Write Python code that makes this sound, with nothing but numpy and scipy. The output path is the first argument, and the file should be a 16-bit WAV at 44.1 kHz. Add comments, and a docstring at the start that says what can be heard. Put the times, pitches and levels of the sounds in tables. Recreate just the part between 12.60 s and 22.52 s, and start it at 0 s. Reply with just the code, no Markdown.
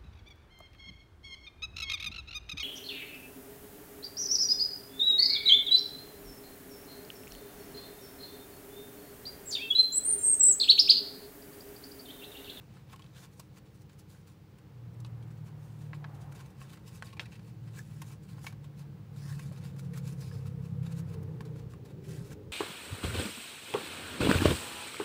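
"""At a table indoors, fingers fold and crease a small sheet of paper close to a phone microphone.
Creases snap as short bursts of slips that ring damped sheet modes; sliding fingers hiss as dense random clicks.
Outside, two engines pass, slowing down, as harmonics of a falling firing rate; a third idles as steady harmonics.
Shaped noise gives the rumble, drone and tyre roar heard through the walls, and narrow gliding bands
give an exhaust boom and a hollow roar."""
import sys
import numpy as np
from scipy import signal
from scipy.fft import rfft, irfft
from scipy.io import wavfile
from scipy.ndimage import uniform_filter1d

SR = 44100
rng = np.random.default_rng(int(sys.argv[2]) if len(sys.argv) > 2 else 0)


def volts(x):
    """Linear amplitude factor 10**(x/20) for a level x in dB, scalar or array-like."""
    e = np.asarray(x, float) / 20
    return 10 ** e


def int16_out(signal):
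    """Quantize to a 16-bit WAV file."""
    q = np.round(np.clip(np.atleast_2d(signal).T, -1, 1) * 32767)
    wavfile.write(sys.argv[1], SR, q.astype(np.int16))


N = 437472


def evened(x):
    """Normalisation: scales a signal to rms 1."""
    return x / np.sqrt(np.mean(x ** 2) + 1e-20)


def coloured(x, points):
    """Linear filtering: weights the spectrum of x by a table of (Hz, dB), then scales to rms 1."""
    table_hz, table_db = np.transpose(points)
    hz = np.fft.rfftfreq(len(x), 1 / SR)
    gain_db = np.interp(np.log(hz + 1), np.log(table_hz + 1), table_db)
    return evened(irfft(rfft(x) * volts(gain_db), len(x)))


def ring(x, hz, t60):
    """Damped resonance: one mode driven by x decays by 60 dB in t60 seconds, at least 2 ms."""
    radius = np.exp(-np.log(1000) / (max(t60, 0.002) * SR))
    angle = 2 * np.pi * hz / SR
    return signal.lfilter([np.sin(angle)], [1, -2 * radius * np.cos(angle), radius * radius], x)


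def wander(rate):
    """Low-passed random drift: rms 1, drawn 40 times a second; a higher rate drifts faster."""
    steps = rng.standard_normal(int(N / SR * 40) + 2)
    pole = np.exp(-rate / 6)
    slow = signal.filtfilt([1 - pole], [1, -pole], steps)
    return evened(np.interp(np.arange(N) / SR * 40, np.arange(len(slow)), slow))


def highpassed(x, hz):
    """High-pass filtering: a second-order Butterworth removes the range below hz."""
    return signal.sosfilt(signal.butter(2, hz, "high", fs=SR, output="sos"), x)


def add(mix, s, sound):
    """Superposition: mixes sound in at s seconds."""
    part = mix[round(s * SR):][:len(sound)]
    part += sound[:len(part)]


# Course of the street noise. Each row: time in seconds, levels in dB of rumble, exhaust drone and tyre roar.
STREET_LEVELS = [(0.0, -58.5, -65, -69.5), (1.77, -61, -66, -72), (2.5, -53, -61.5, -66),
                 (3.31, -56, -62.5, -66.5), (3.56, -51, -59.5, -61.5), (4.06, -57, -63.5, -68.5),
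                 (5.52, -51, -63.5, -71), (6.3, -52, -63, -68), (6.851, -45.5, -63.5, -67.5),
                 (7.4, -45, -60, -66.5), (8.23, -44.5, -61.5, -66.5), (8.6, -43.5, -55.5, -63.5),
                 (9.2, -51, -57, -68.5), (9.59, -44.5, -55, -69), (9.92, -52, -53, -69)]
# Spectra of the three noises. Each row: frequency in Hz, relative density in dB.
RUMBLE_SPECTRUM = [(35, -41), (48, -20), (55, -29), (65, 2.5), (82, -4.5), (100, 10.5), (160, 10.5),
                   (205, 3), (240, -12), (300, -51)]
DRONE_SPECTRUM = [(215, -16), (260, -1), (290, -6.5), (308, 3), (330, -4.5), (400, -5), (455, -3.5),
                  (490, -4.5), (540, -7.5), (620, -15.5), (800, -99)]
TYRE_SPECTRUM = [(500, -9), (680, 3.5), (800, 5.5), (1100, 1.5), (1600, -2.5), (2500, -10), (5000, -23.5)]


def street():
    """Filtered noise: traffic through the walls as low rumble, exhaust drone and tyre roar."""
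    s, *levels_db = np.transpose(STREET_LEVELS)
    t = np.arange(N) / SR
    out = np.zeros(N)
    for spectrum, db in zip((RUMBLE_SPECTRUM, DRONE_SPECTRUM, TYRE_SPECTRUM), levels_db):
        out += volts(np.interp(t, s, db)) * coloured(rng.standard_normal(N), spectrum)
    return out


# Course of the idling engine. Each row: time in seconds, cycles per second, gain in dB on all harmonics.
IDLE_COURSE = [(0, 8.71, 0), (2, 8.73, 0), (3, 8.8, 1), (4.5, 8.73, 3), (9.92, 8.7, 3)]
# Its harmonics. Each row: multiple of the cycle rate, rms level in dB before that gain.
IDLE_HARMONICS = [(6, -79), (7, -70), (8, -72), (9, -78), (11, -62.5), (12, -77), (13, -70), (14, -67),
                  (15, -60.5), (16, -75), (17, -66), (18, -76), (19, -68), (20, -70), (21, -68), (22, -74),
                  (23, -74), (24, -69), (25, -75), (35, -78), (36, -78)]


def idle(uneven_db=1.2):
    """Harmonic series: a parked engine ticks over, its slow cycle heard through steady multiples."""
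    s, *controls = np.transpose(IDLE_COURSE)
    cycle_hz, gain_db = (np.interp(np.arange(N) / SR, s, c) for c in controls)
    turns = np.cumsum(cycle_hz) / SR
    tones = np.zeros(N)
    for k, db in IDLE_HARMONICS:
        level = volts(db + uneven_db * wander(0.93))
        tones += np.sqrt(2) * level * np.sin(2 * np.pi * (k * turns + rng.random()))
    return volts(gain_db) * tones


def patchy(x, depth_db):
    """Time-varying spectrum: colour drifts in patches of time and frequency as the touched spot moves."""
    z = signal.stft(x, nperseg=256)[2]
    patches = uniform_filter1d(rng.standard_normal(z.shape), size=3, axis=0)  # across frequency
    patches = uniform_filter1d(patches, size=14, axis=1)  # across time
    return evened(signal.istft(z * volts(depth_db * evened(patches)), nperseg=256)[1][:len(x)])


# Modes of the folded sheet, rung by slides and snaps.
# Each row: frequency in Hz, relative gain in dB, basic decay time in seconds (each player shortens it).
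SHEET_MODES = [(1074, -1, 0.11), (1410, -21, 0.0097), (1620, 17, 0.012), (1986, -1, 0.064),
               (2330, 5, 0.044), (2615, 9.5, 0.027), (3040, 7, 0.02), (3710, 14.5, 0.0075),
               (4230, 10.5, 0.0064), (5000, 9, 0.0037), (7500, 4.5, 0.0083)]
# Spectrum of skin on paper. Each row: frequency in Hz, relative gain in dB.
HISS_SPECTRUM = [(1800, -44), (2900, 0), (4000, 9.5), (5960, 15), (10200, 12), (11400, 8), (14900, 6.5),
                 (15600, 9)]
# A finger slides inside a folded pocket, whose air rings.
# Each row: start in seconds, end in seconds, resonance in Hz, bandwidth in Hz (1100 at most), dB over the hiss.
POCKET_RINGS = [(0.52, 0.61, 3720, 900, -2), (2.395, 2.42, 7300, 1600, 1), (1.522, 1.62, 1620, 250, -2),
                (5.139, 5.204, 1700, 220, -9.5), (6.575, 6.717, 5300, 800, -4.5),
                (6.63, 6.758, 1790, 350, -5.5), (7.45, 7.494, 5000, 740.7, -13),
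                (7.604, 7.814, 5030, 450, -4)]
# Fingers rub the paper. Each row: time of firmest grip in seconds, rise in seconds, fall in seconds,
# hiss level in dB, body of the sheet in dB relative to the hiss.
RUB_EVENTS = [(.01, 0.0096, 0.061, -72, 5), (.156, 0.093, 0.12, -73, 7.5), (.334, 0.05, 0.017, -62, 4),
              (.4, 0.055, 0.19, -73, 5), (.565, 0.033, 0.075, -64.5, -4), (.61, 0.057, 0.059, -64, -7),
              (0.652, 0.042, 0.015, -60, 1.5), (.738, 0.04, 0.023, -68, -7), (.785, 0.037, 0.022, -66, -7),
              (.83, .03, 0.077, -71.5, -8), (0.798, 0.003, 0.011, -49, -2.5),
              (0.982, 0.041, 0.014, -60.5, 1), (1.06, .015, .08, -74, 3), (1.15, 0.03, 0.046, -70, -6),
              (1.221, 0.034, 0.019, -65, -17), (1.297, 0.0066, 0.016, -68, 7.5),
              (1.33, .02, .03, -68.5, -3), (1.394, 0.014, 0.027, -58.5, -4.5),
              (1.5, 0.026, 0.15, -64, -4.5), (1.674, 0.0076, 0.077, -64.5, -1),
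              (1.987, 0.01, 0.017, -70, 4.5), (2.403, 0.004, 0.0089, -59.5, -10),
              (2.463, 0.013, .02, -67.5, 5), (2.636, 0.015, 0.006, -69.5, 3), (2.345, .02, .015, -71, 0),
              (2.68, .01, .012, -72, 2), (2.712, .01, .03, -72, 2), (2.785, 0.04, 0.02, -72, 0),
              (2.87, 0.033, 0.048, -66, 0.5), (3.04, 0.072, 0.3, -69, -4), (3.218, 0.044, 0.08, -69.5, 2.5),
              (3.348, .011, 0.026, -65.5, 6.5), (3.55, 0.01, .026, -65, -6), (3.618, 0.022, 0.052, -63, -3),
              (3.726, 0.011, 0.008, -58.5, -4), (3.76, 0.02, 0.031, -58.5, 1),
              (3.805, 0.026, 0.036, -60.5, 3.5), (3.862, 0.02, .03, -67, 2), (3.905, .02, .025, -69, -4),
              (4.022, 0.047, 0.061, -60.5, 2.5), (4.105, 0.034, 0.019, -65, 5.5),
              (4.134, 0.025, 0.071, -62.5, 2.5), (4.28, 0.032, 0.04, -58, -2.5),
              (4.36, 0.048, 0.035, -56.5, -4.5), (4.396, 0.023, 0.01, -67, -1),
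              (4.455, 0.034, 0.083, -59.5, 1), (4.602, 0.0054, 0.058, -64, 13.5),
              (4.725, 0.021, 0.027, -68, -5), (4.755, 0.067, 0.026, -70, 6),
              (4.882, 0.098, 0.051, -68, 0.5), (5.08, 0.03, 0.028, -75, 12), (5.15, 0.019, 0.055, -65.5, 3),
              (5.192, 0.033, 0.02, -54, -2.5), (5.3, 0.35, 0.18, -69.5, -4.5),
              (5.421, 0.005, 0.011, -56, -11), (5.529, 0.25, 0.031, -61.5, -1),
              (5.635, 0.019, 0.044, -67.5, -4), (5.695, 0.025, 0.13, -65, 1.5),
              (5.79, 0.025, 0.088, -70, -3), (5.845, 0.032, 0.05, -57, -8), (5.868, 0.0074, 0.024, -51, 0),
              (5.9, 0.022, 0.088, -76, 8), (6.048, 0.018, .017, -65.5, 5.5),
              (6.196, 0.035, 0.058, -62.5, 1.5), (6.565, 0.021, 0.13, -66, 0.5),
              (6.715, 0.15, 0.13, -59, -3), (6.83, 0.099, 0.13, -62.5, 0), (6.796, .003, 0.009, -57, -9),
              (6.925, 0.0077, 0.044, -67.5, 3), (6.98, 0.017, 0.015, -62, -2),
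              (7.054, 0.058, 0.078, -59.5, 3), (7.197, 0.016, 0.015, -53, -8),
              (7.25, 0.069, 0.047, -68.5, 1), (7.377, 0.043, 0.029, -54, 0), (7.478, 0.044, 0.06, -54, -3),
              (7.531, 0.035, 0.02, -64.5, -4), (7.612, 0.04, 0.067, -57.5, -4.5),
              (7.68, 0.064, .05, -66, -1), (7.74, 0.056, 0.19, -64.5, 0.5), (7.868, 0.014, 0.031, -60, 0.5),
              (8.05, 0.056, 0.1, -68, -1), (8.231, 0.0078, 0.031, -67, 3),
              (8.267, 0.023, 0.028, -62.5, 5.5), (8.325, 0.022, 0.013, -58, 3),
              (8.396, 0.052, 0.02, -54.5, -2.5), (8.492, 0.04, 0.035, -67, 1),
              (8.545, 0.042, .014, -63, 3.5), (8.809, 0.0035, 0.014, -57, -1),
              (8.854, .004, 0.033, -62.5, 2.5), (8.964, 0.015, 0.014, -72, 2),
              (8.995, 0.055, 0.044, -68, 4.5), (9.11, 0.02, 0.051, -65, 1),
              (9.253, 0.0059, 0.042, -63.5, 1.5), (9.31, 0.033, .025, -72.5, 6),
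              (9.445, 0.014, 0.027, -68.5, 6), (9.51, 0.07, 0.078, -58, 0), (9.57, 0.065, 0.06, -62.5, -4),
              (9.67, 0.11, 0.064, -64.5, -0.5), (9.73, 0.046, 0.016, -59, 2.5)]
# Hiss gain in dB one rise or fall from the firmest grip, bend of that curve, share of it in dB the body follows
LIFT_DB, LIFT_BEND, BODY_FOLLOWS = -18.5, 1.044, 0.87


def slides(grains_per_s=10000, size_db=1.3, flutter_db=1.0):
    """Stick-slip friction: skin catches on fibres in dense clicks, heard directly and through the sheet."""
    t = np.arange(N) / SR
    size = volts(size_db * np.minimum(rng.exponential(1, N), 4))
    grains = size * rng.standard_normal(N) * (rng.random(N) < grains_per_s / SR)
    flutter = uniform_filter1d(rng.standard_normal(N), size=300)  # the grip comes and goes within milliseconds
    grains = patchy(grains * volts(flutter_db * evened(flutter)), depth_db=2.1)

    hiss = coloured(grains, HISS_SPECTRUM)
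    for start, end, hz, width_hz, db in POCKET_RINGS:
        inside = np.clip(np.minimum(t - start, end - t) / 0.021, 0, 1)
        t60 = np.log(1000) / (np.pi * width_hz)
        hiss = hiss + volts(db) * inside * evened(ring(grains, hz, t60))
    body = evened(sum(volts(db) * ring(grains, hz, 0.33 * t60) for hz, db, t60 in SHEET_MODES))

    out = np.zeros(N)
    for s, rise, fall, hiss_db, body_db in RUB_EVENTS:
        rise, fall = max(rise, 0.002), max(fall, 0.002)
        at = slice(max(round((s - 3 * rise) * SR), 0), round((s + 3 * fall) * SR))
        distance = np.maximum((s - t[at]) / rise, (t[at] - s) / fall)
        lift_db = LIFT_DB * distance ** LIFT_BEND
        direct = volts(lift_db) * hiss[at]
        through_sheet = volts(body_db + BODY_FOLLOWS * lift_db) * body[at]
        out[at] += volts(hiss_db) * (direct + through_sheet)
    return out


HARD_S = 0.0045  # bursts up to this many seconds start with a hard break
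KNOCK_T60 = 0.033  # decay of the patch's knock, seconds
# Upper edge of the crack in Hz: lowest, at 0 dB crack, and its rise per dB of crack
DULL_HZ, BRIGHT_HZ, BRIGHTER_HZ_PER_DB = 9600, 14600, 450


def snap(hz, crack_db, thud_db, length, knock_db, chance, break_db=-5.0, detune=0.015):
    """Buckling instability: a crease gives way in quick slips that ring the sheet near the patch's pitch."""
    t = np.arange(len(chance)) / SR
    length = np.clip(length, 0.002, 0.03)
    soft = max(length - HARD_S, 0)  # longer bursts tear softly and swell first
    size = np.where(chance[:, 1] > 2.1, 1.4, 0.25)  # a few slips are large
    slips = size * chance[:, 0] * np.exp(-(t / length) ** 2)
    slips = slips * (1 - np.exp(-t / (0.25 * soft + 1 / SR)))
    slips[0] = -3.8 * np.exp(-soft / 0.003)  # the hard break
    press = np.convolve(slips, np.hanning(7))[:len(t)]  # the sheet feels each slip as a rounded push

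    bent = 1 + detune * chance[-len(SHEET_MODES):, 0]  # each fold bends the sheet a little differently
    body = np.zeros(len(t))
    for (mode_hz, db, t60), bend in zip(SHEET_MODES, bent):
        nearness = np.exp(-(np.log(mode_hz / hz) / 0.85) ** 2)
        body += volts(db) * nearness * ring(press, mode_hz * bend, 0.48 * t60)
    knock = volts(knock_db) * evened(ring(press, hz, KNOCK_T60))
    brief_ring = volts(break_db) * evened(ring(press, hz, 0.0035))
    body = evened(body) + knock + brief_ring
    body = highpassed(body, 0.48 * hz)  # a small patch is silent well below its pitch

    # The stronger the crack, the higher it reaches
    top_hz = np.clip(BRIGHT_HZ + BRIGHTER_HZ_PER_DB * crack_db, DULL_HZ, 16000)
    crack = signal.sosfilt(signal.butter(3, [4500, top_hz], "band", fs=SR, output="sos"), slips)
    thud = ring(slips, 1060, 0.0067)
    parts = [(body, 0), (crack, crack_db), (thud, thud_db)]
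    sound = sum(volts(db) * part / abs(part).max() for part, db in parts)
    sound = highpassed(sound, 500)  # thin paper moves no air in the bass
    return sound / abs(sound).max()


# Buckling snaps. Each row: start in seconds, peak level in dB, ring of the buckling patch in Hz,
# crack above 4.5 kHz in dB relative to the body, low thud in dB relative to the body,
# burst length in seconds, knock of the patch in dB relative to the sheet modes.
SNAP_EVENTS = [(0.167, -50.5, 1480, -11, 1, 0.0098, -13), (0.297, -51, 3300, -8, 3, 0.0085, -10),
               (0.328, -50, 2620, -3, -10, 0.0075, -10), (0.336, -46.5, 1050, -14, -8, 0.0062, 4),
               (0.36, -44, 2900, -2, -3, 0.0059, -12), (0.3945, -43, 2940, -5, 0, 0.0058, -5),
               (0.4215, -45.5, 3300, -8, -14, 0.0049, 1), (0.443, -45, 2610, -8, 0, 0.0046, -13),
               (0.463, -49.5, 3500, -12, -17, 0.0056, -4), (0.796, -39, 5000, 5, -1, 0.0077, -1),
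               (2.448, -40, 3830, -7.5, -2.5, 0.0056, -11), (2.626, -54, 3250, -4, -12, .005, -2),
               (2.705, -55, 2600, -3, -10, .006, -12), (3.3325, -34, 1620, -34, -6, 0.0055, 0),
               (3.443, -37, 1620, -34, -14, 0.0057, 3), (3.721, -48.5, 1664, -12, -12, 0.0064, -9),
               (3.752, -49.5, 1451, -2, -3, 0.0085, -11), (3.8, -53, 1660, -11, -12, .009, -10),
               (4.016, -40.5, 1362, -22, -2, 0.0034, -8), (4.132, -47, 1800, -4, -13, 0.0082, -14),
               (4.1723, -50, 1660, -7, -12, 0.0074, -8), (4.424, -28.5, 1520, -12, -27, 0.0046, -7),
               (4.468, -49, 4600, -6, -15, .008, -10), (4.502, -51, 2800, -6, -8, .008, -12),
               (4.527, -45, 2840, -7.5, -1, 0.011, -14), (4.567, -44, 2380, -6, 2, 0.011, -8),
               (4.5956, -23, 2300, -24, -13, 0.004, -10), (4.5985, -27.5, 3300, -22, -16, 0.0055, -10),
               (4.655, -44.5, 2380, -8, -12, 0.0096, -8), (4.716, -43.5, 2500, -12, -15, 0.025, -22),
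               (4.751, -51, 2640, -9, -18, 0.016, -8), (4.793, -52, 1730, -7, -7, 0.0069, -13),
               (5.172, -50, 1620, -20, -25, 0.0045, 8), (5.191, -41, 1730, -21, -18, 0.0035, 25),
               (5.4184, -35, 1850, 0.5, -1, .0065, -8), (5.507, -50, 1200, -15, 2, .005, -9),
               (5.781, -49, 1435, -8, 13, .007, -8), (5.843, -41, 1600, -16, 8, 0.0068, -10),
               (5.8673, -30, 2260, -19, -7.5, 0.0061, -8), (5.926, -43, 1800, 0, 0, 0.0055, -16),
               (6.794, -37.5, 1980, -4, -3, 0.0052, -9), (6.915, -46, 580, -20, -7, 0.0033, 15),
               (6.963, -47.5, 2406, 0, -8, .005, -10), (7.1646, -47, 1742, 5, 0, 0.0062, -12),
               (7.194, -46.5, 1410, -21, -24, 0.0037, 18), (7.333, -45, 1870, -3, -13, 0.013, 0),
               (7.622, -45, 1920, -5, -10, 0.006, -10), (7.714, -46.5, 1698, -19, -16, 0.0041, -2),
               (7.856, -49, 1410, -14, -18, .004, 4), (8.5397, -46, 1402, -3, -19, 0.0068, -8),
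               (8.63, -48, 1380, 13, 7, 0.0069, -16), (8.807, -36.5, 1698, -11, 0, 0.004, -8),
               (8.853, -48, 3910, -3, 4, .005, -12), (8.961, -48.5, 1402, -12, -8, 0.005, 4),
               (9.136, -44.5, 1192, -8, -14, 0.0055, 2), (9.256, -53, 1736, 1, -4, .007, -12),
               (9.71, -47.5, 1620, -3, -15, .016, -18)]


def snaps():
    """Superposition of transients: every buckling snap at its own time, pitch and level."""
    out = np.zeros(N)
    chance = rng.standard_normal((len(SNAP_EVENTS), 4000, 2))
    for (s, db, *shape), draw in zip(SNAP_EVENTS, chance):
        add(out, s, volts(db) * snap(*shape, draw))
    return out


def room(x, t60=0.068, level_db=-14):
    """Reverberation: the table top and near walls give back a short, dull, decaying tail."""
    t = np.arange(SR // 2) / SR
    tail = rng.standard_normal(len(t)) * volts(-60 * t / t60) * (t > 0.003)
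    tail = signal.lfilter([1], [1, -0.5], tail)  # dulls the tail
    return x + volts(level_db) * signal.oaconvolve(x, tail / np.linalg.norm(tail))[:N]


# Passing engines, one table each. Each row: time in seconds, firing rate in Hz,
# level in dB as it nears and leaves, brightness in dB per harmonic.
PASSING_ENGINES = [
    [(2.05, 39.6, -66, -8), (2.25, 39.64, -56, -8), (2.55, 39.0, -49, -5.5), (2.7, 38.3, -45.5, -2),
     (2.95, 37.5, -44, -0.5), (3.45, 36.8, -44, -2.5), (3.91, 34.24, -52, -4), (4.4, 32.6, -56, -2.5)],
    [(4.2, 40.46, -59, -6), (4.6, 38.3, -55.5, -4.5), (4.95, 38.17, -52, -6.5), (5.4, 37.47, -48, -1.5),
     (5.98, 36.46, -45.5, -6), (6.28, 35.75, -52, 4), (6.55, 35.67, -43.5, -1.5), (6.8, 35.28, -39, 1),
     (7.1, 34.3, -49, 3.5), (7.4, 33.92, -38.5, 5), (7.6, 33.66, -42.5, -1.5), (7.88, 33.33, -38.5, -2.5),
     (8.35, 33.06, -35.5, 2.5), (8.55, 31.73, -42, -2), (8.8, 31.1, -43, 8), (9.07, 30.33, -45.5, -1),
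     (9.27, 31.67, -60, 1), (9.55, 31.2, -46, 3.5), (9.9, 31.84, -58, -10.5)],
]
# Engine harmonics. Each row: multiple of the firing rate, relative level in dB.
ENGINE_HARMONICS = [(2, -11), (3, -2.5), (4, -3), (5, -3.5), (6, -10)]
# What the walls let through. Each row: frequency in Hz, gain in dB.
WALL_GAIN = [(62, -5), (70, -17), (78, -14), (88, -5.5), (96, -1.5), (103, -10.5), (112, -3), (121, 5),
             (128, -12), (134, 3.5), (147, 0), (157, -2), (165, 0), (178, -12), (195, -25), (230, -17)]


def engine(rows, waver=0.003, uneven_db=1.0, fading_db=2.2):
    """Harmonic series: multiples of the firing rate swell and fade with resonances of street and walls."""
    s, *controls = np.transpose(rows)
    t = np.arange(N) / SR
    wall_hz, wall_db = np.transpose(WALL_GAIN)
    firing_hz, level_db, bright_db = (np.interp(t, s, c) for c in controls)
    turns = np.cumsum(firing_hz * (1 + waver * wander(19.0))) / SR
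    middle = 4  # the harmonic that brightness leaves alone
    tones = np.zeros(N)
    for k, db in ENGINE_HARMONICS:
        through_db = np.interp(k * firing_hz, wall_hz, wall_db)
        drift_db = uneven_db * wander(29) + fading_db * wander(4.9)
        tone_db = db + (k - middle) * bright_db + through_db + drift_db
        tones += volts(tone_db) * np.cos(2 * np.pi * k * turns)
    fade = np.clip(np.minimum(t - s[0], s[-1] + 0.26 - t) / 0.15, 0, 1)
    return np.sqrt(2) * volts(level_db) * tones * fade


def band(rows, pole_width_hz):
    """Frequency shifting: narrow low-passed noise is carried to a centre pitch that slides."""
    s, hz, db = np.transpose(rows)
    t = np.arange(N) / SR
    radius = np.exp(-np.pi * pole_width_hz / SR)
    noise = rng.standard_normal((N, 2)) @ [1, 1j]
    slow = signal.lfilter([1], [1, -2 * radius, radius * radius], noise)  # two equal poles
    turns = np.cumsum(np.interp(t, s, hz)) / SR
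    shifted = (slow * np.exp(2j * np.pi * turns)).real
    return volts(np.interp(t, s, db)) * evened(shifted)


# A hollow roar outside. Each row: time in seconds, centre in Hz, level in dB.
SWELL_COURSE = [(3.2, 860, -87), (3.45, 820, -61.5), (3.7, 797, -66), (4.0, 789, -82)]


def swell():
    """Band-limited noise: a hollow roar swells briefly outside and slides down in pitch."""
    return band(SWELL_COURSE, 310.0)


# Boom of the nearer exhaust. Each row: time in seconds, centre in Hz, level in dB.
BOOM_COURSE = [(6.3, 470, -99), (6.9, 472, -65.5), (7.3, 465, -61.5), (7.8, 470, -59), (8.35, 480, -61),
               (8.65, 430, -52), (8.85, 450, -60), (9.0, 455, -55), (9.2, 400, -66), (9.5, 385, -53.5),
               (9.92, 440, -62)]


def boom():
    """Band-limited noise: the exhaust booms in a narrow band whose pitch slides as its vehicle moves."""
    return band(BOOM_COURSE, 53.0)


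def scene():
    """Superposition: paper with its near reflections, over the street outside."""
    outside = street() + idle() + sum(engine(rows) for rows in PASSING_ENGINES) + swell() + boom()
    paper = room(slides() + snaps())
    return (paper + outside)[None]


def top_cut(x):
    """Nothing passes above the cut-off."""
    return signal.sosfilt(signal.butter(12, 16450, fs=SR, output="sos"), x)


# Spectrum of the microphone hiss. Each row: frequency in Hz, relative density in dB.
FLOOR_SPECTRUM = [(880, -13), (1500, -7.5), (2110, -3.5), (4410, -7), (11000, -19.5), (12600, -15.5),
                  (14900, -15), (15600, -4)]
FLOOR_DB, EDGE_HZ = -69, 15650  # hiss rms in dB before the band limit, upper band limit in Hz


def record(dry):
    """Additive noise and band limiting: the microphone adds its hiss, then a steep low-pass follows."""
    mix = dry + volts(FLOOR_DB) * coloured(rng.standard_normal(N), FLOOR_SPECTRUM)
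    low_pass = signal.firwin(1023, EDGE_HZ, window=("kaiser", 9), fs=SR)
    mix = signal.oaconvolve(mix, low_pass[None], "same")
    return top_cut(mix)


dry = scene()
out = record(dry)
int16_out(out)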